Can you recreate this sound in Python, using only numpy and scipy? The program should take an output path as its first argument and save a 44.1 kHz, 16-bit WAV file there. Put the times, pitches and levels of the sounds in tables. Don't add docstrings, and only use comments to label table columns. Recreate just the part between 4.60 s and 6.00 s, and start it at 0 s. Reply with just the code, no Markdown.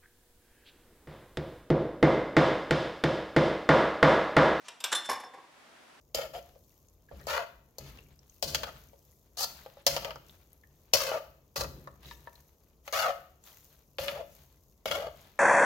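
import sys
import numpy as np
from scipy import signal
from scipy.fft import rfft, irfft, next_fast_len
from scipy.io import wavfile

SR = 44100
rng = np.random.default_rng(int(sys.argv[2]) if len(sys.argv) > 2 else 0)


def store_wav(level_fs):
    pcm = np.round(np.clip(np.atleast_2d(level_fs), -1, 1) * 32767)
    wavfile.write(sys.argv[1], SR, pcm.T.astype(np.int16))


N = 61739
TIME = np.arange(N) / SR
CHATTER_SAMPLES, RING_SAMPLES = 6144, 24576

# pitch_hz, side_db
CLATTER_WIDTH = [(200, -28.5), (2000, -27.5), (4500, -20), (9000, -9.5)]


def amp(db):
    return 10 ** (np.asarray(db) / 20)


def evened(x):
    return x / np.sqrt(np.mean(x ** 2) + 1e-20)


def value_at(points, hz):
    pitches, values = np.transpose(points)
    return np.interp(np.log(hz + 1), np.log(pitches + 1), values)


def add(mix, start_s, sound):
    part = mix[:, max(round(start_s * SR), 0):][:, :sound.shape[1]]
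    part += sound[:, :part.shape[1]]


def coloured(x, colour, tilt_db=0):
    length = x.shape[-1]
    size = next_fast_len(length + 2048)
    hz = abs(np.fft.fftfreq(size, 1 / SR))
    octaves = np.log2(np.maximum(hz, 400) / 2000)
    gain = amp(value_at(colour, hz) + tilt_db * octaves)
    response = np.exp(np.conj(signal.hilbert(np.log(gain))))
    return irfft(rfft(x, size) * response[:size // 2 + 1], size)[..., :length]


def stereo_noise(width, size=N):
    mid, side = rng.standard_normal((2, size))
    side = coloured(side, width)
    return np.array([mid + side, mid - side])


def dying(x, decay, hold_s=0):
    hz, t, spectrum = signal.stft(x, SR, nperseg=128, noverlap=96)
    fade_s = np.maximum(value_at(decay, hz), 1e-3)[:, None]
    fade = amp(-60 * np.maximum(t - hold_s, 0) / fade_s)
    return signal.istft(spectrum * fade, SR, nperseg=128, noverlap=96)[1][:, :N]


def ringing(notes, rise_s, size=RING_SAMPLES):
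    t = TIME[:size]
    tones = sum(amp(db - 60 * t / fade_s) * np.sin(2 * np.pi * hz * t) for hz, db, fade_s in notes)
    return tones * (1 - np.exp(-t / rise_s))


def air():
    colour = [(20, -38.5), (45, -18.5), (62, -12.5), (110, -12), (180, -8.5), (250, -3.5), (420, -6.5),
              (650, -3), (1150, -4.5), (2000, -7), (3400, -12.5), (6500, -19.5), (10400, -24.5),
              (16000, -35)]
    width = [(60, -14), (240, -4.5), (950, -2.5), (4000, -2), (15000, -1)]
    swell = [(0, -2.5), (.2, -3), (.9, -1.5), (1.0, 1), (1.4, 1)]
    level_db = -58 + np.interp(TIME, *np.transpose(swell))
    return amp(level_db) * evened(coloured(stereo_noise(width), colour))


def room_echo(x, build_s=0.01397):
    decay = [(100, 0.476), (500, 0.548), (1200, 0.4685), (4000, 0.3636), (8000, 0.368), (14000, 0.261)]
    colour = [(100, -6), (500, -8), (1200, -5.5), (4000, -6), (8000, -11.5), (14000, -13)]
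    width = [(100, -26), (1000, -28), (3000, -18.5), (8000, -5.5)]
    tail = dying(stereo_noise(width, RING_SAMPLES), decay)
    tail *= np.minimum(TIME[:tail.shape[1]] / build_s, 1) ** 2
    tail = coloured(tail / np.linalg.norm(tail[0]), colour)
    return signal.fftconvolve(x, tail, axes=1)[:, :N]


def scrape(level_db=-56):
    colour = [(200, -16.5), (900, 2.5), (3000, 0), (6500, -2.5), (10000, -22.5), (16000, -30)]
    times_s = [0.0359, 0.0601, 0.0807, 0.0856]
    stroke = np.interp(TIME, times_s, [0.203, 0.986, 0.88, 0.04])
    return amp(level_db) * stroke * evened(coloured(stereo_noise(CLATTER_WIDTH), colour))


def case_boom(start_s=0.494, level_db=-54.5, pitch_hz=86.1, fade_s=0.305):
    out = np.zeros((2, N))
    add(out, start_s, ringing([(pitch_hz, level_db, fade_s)], rise_s=0.034)[None])
    return out


def pings():
    taps = [(.456, -52, 0.23), (.4955, -36, 0.287), (.646, -49, 0.119), (.741, -65.5, 0.138)]
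    notes = np.transpose([ [5327, 5358, 5405], [0, -4.5, -9.5]])
    out = np.zeros((2, N))
    for start_s, level_db, fade_s in taps:
        ring = ringing([(hz, db, fade_s) for hz, db in notes], rise_s=0.00135)
        add(out, start_s, amp(level_db) * ring[None])
    return out


def coin_ring(start_s=0.3505, level_db=-35):
    notes = np.transpose([ [3540, 3546, 4185, 5310, 6150, 7300, 9343, 10151, 13145],
             [1.5, 2.5, -2, -7.5, -7, -15, 1.2, -0.5, -16],
             [0.7407, 0.303, 0.2024, 0.25, 0.1446, 0.2, 0.12, 0.1514, 0.2229]])
    out = np.zeros((2, N))
    add(out, start_s, amp(level_db) * ringing(notes, rise_s=0.00203, size=N)[None])
    return out


def strikes(hits, colour, decay, notes, attack_s, pan_db):
    clatter, tones = np.zeros((2, 2, N))
    centre_hz = np.exp(np.mean(np.log(notes[:, 0])))
    for start_s, level_db, contact_s, tilt_db, ring_db in hits:
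        chatter = dying(stereo_noise(CLATTER_WIDTH, CHATTER_SAMPLES), decay, contact_s)
        chatter *= np.minimum(TIME[:chatter.shape[1]] / attack_s, 1)
        body = coloured(signal.unit_impulse(2048), colour, tilt_db)
        body /= np.linalg.norm(body)
        add(clatter, start_s, amp(level_db) * signal.fftconvolve(chatter, body[None], axes=1))
        tilted = [(hz, db + tilt_db * np.log2(hz / centre_hz), fade_s) for hz, db, fade_s in notes]
        add(tones, start_s, amp(level_db + ring_db) * ringing(tilted, contact_s / 2)[None])
    return np.array([clatter, tones]) * amp([[pan_db], [-pan_db]])


def slot_clicks():
    # start_s, level_db, contact_s, tilt_db_per_octave, ring_db
    hits = [(.083, -39.5, 0.00414, -0.59, -13.5), (.203, -44.5, 0.0051, 0.5, 2),
            (.2362, -50, 0.0049, -1.5, -1.5), (.2398, -26.5, 0.00387, 0.71, -1)]
    colour = [(50, -38.5), (260, -22), (380, -12), (650, -2), (1300, -2), (2100, -5), (2700, 0.5),
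              (3500, 2.5), (4500, -5.5), (5000, 0), (6600, -6), (8400, -1.5), (9200, -9), (10200, -4.5),
              (13000, -24), (16000, -31.5)]
    decay = [(500, 0.135), (3000, 0.0706), (10000, 0.0251)]
    # pitch_hz, level_db, fade_s
    notes = np.transpose([ [1120, 1565, 2625, 2930, 3590, 3614, 3685, 5020, 7540, 8370, 13165],
             [-21, -13, -20, -22.5, -7, -8, -9.5, -13, -3, -20.5, -10.5],
             [0.65, 0.2756, 0.48, 0.39, 0.0924, 0.1461, 0.14, 0.1152, 0.06, 0.0017, 0.12]])
    return strikes(hits, colour, decay, notes, attack_s=0.000483, pan_db=0.25)


def chute_clatter():
    # start_s, level_db, contact_s, tilt_db_per_octave, ring_db
    hits = [(.3172, -35, 0.00196, 1, -2), (.3205, -35, 0.00394, -0.68, -13),
            (.3248, -25, 0.0013, -0.56, -8), (.3274, -25, 0.00196, 2, 1.5), (.335, -37, 0.0034, -2.5, -3.5),
            (.3495, -32.5, 0.00848, 3.5, -4.5), (.363, -44.5, 0.0055, .5, -15.5),
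            (.391, -53, 0.0052, 1, -11), (.445, -50, 0.0157, 3, -2.5), (.455, -44.5, 0.0089, 2, -2.5)]
    colour = [(40, -46), (110, -33.5), (200, -14.5), (400, -12), (800, -2.5), (1250, 0), (1650, 5),
              (2500, -8), (3400, 2), (4200, -3), (4650, -9.5), (5300, -3.5), (6100, -5.5), (6700, -9.5),
              (7450, -3.5), (8100, -10), (10300, -9.5), (13000, -27), (16000, -34)]
    decay = [(300, 0.169), (1500, 0.0495), (4000, 0.0432), (10000, 0.0403)]
    # pitch_hz, level_db, fade_s
    notes = np.transpose([ [345, 507, 785, 1105, 1415, 1480, 1555, 1665, 3311, 3617, 3697, 7374, 7530],
             [-26.5, -12.5, -16, -15.5, -25, -15, -12, -11.5, -23.5, -11, -14, -17.5, -8.5],
             [0.73, 0.0748, 0.0756, 0.25, 1.09, 0.2755, 0.0463, 0.02, 0.23, 0.2066, 0.1568, 0.155, 0.0851]])
    return strikes(hits, colour, decay, notes, attack_s=0.0005, pan_db=-0.34)


def landing():
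    # start_s, level_db, contact_s, tilt_db_per_octave, ring_db
    hits = [(.4872, -41.5, .003, 1, -10), (.4895, -28.5, 0.00453, -2, -12.5),
            (.4945, -27.5, 0.00882, 1.06, 0.5), (.513, -34, 0.0039, 3, -7),
            (.528, -41.5, 0.0109, 2.5, -8.5), (.555, -47.5, 0.0033, 2, -14), (.599, -45, 0.0069, 1.5, -10),
            (.635, -43.5, 0.00655, -1.5, -4), (.647, -54.5, 0.0039, -0.5, -1),
            (.664, -56, 0.003, -2.5, -1.5), (.735, -46.5, 0.0132, -2.5, -1),
            (.781, -52.5, 0.0063, -4.5, -7), (.84, -60, .008, -3.5, -6.5)]
    colour = [(40, -38.5), (150, -23.5), (290, -11), (380, -10.5), (510, -2.5), (650, -6), (850, 0),
              (1080, 7), (1240, -13), (1650, -2), (2250, -10), (2800, -18.5), (5500, -16), (8500, -23.5),
              (11300, -20.5), (13500, -36.5), (16000, -53)]
    decay = [(200, 0.144), (1000, 0.0796), (4000, 0.0796), (10000, 0.0616)]
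    # pitch_hz, level_db, fade_s
    notes = np.transpose([ [275, 394, 507, 728, 838, 923, 1049, 1086, 1546, 1641, 1740, 2936, 10920, 13145],
             [-25, -18.5, -7, -11, -7.5, -12.5, -11, -19, -27.5, -14.5, -22.5, -23.5, -17.5, -29],
             [0.17, 0.1616, 0.1171, 0.2375, 0.1068, 0.1431, 0.3755, 0.4635, 0.27, 0.11, 0.22, 0.55, 0.05, 0.2156]])
    return strikes(hits, colour, decay, notes, attack_s=0.00157, pan_db=-0.06)


def scene():
    clatter, tones = slot_clicks() + chute_clatter() + landing()
    clatter += scrape()
    tones += coin_ring() + pings()
    echo = room_echo(clatter + amp(-9) * tones)
    return clatter + tones + case_boom() + echo + air()


def record(dry, cutoff_hz=16200):
    lowpass = signal.firwin(511, cutoff_hz, window=("kaiser", 9), fs=SR)
    return signal.oaconvolve(dry, lowpass[None], "same")


dry = scene()
out = record(dry)
store_wav(out)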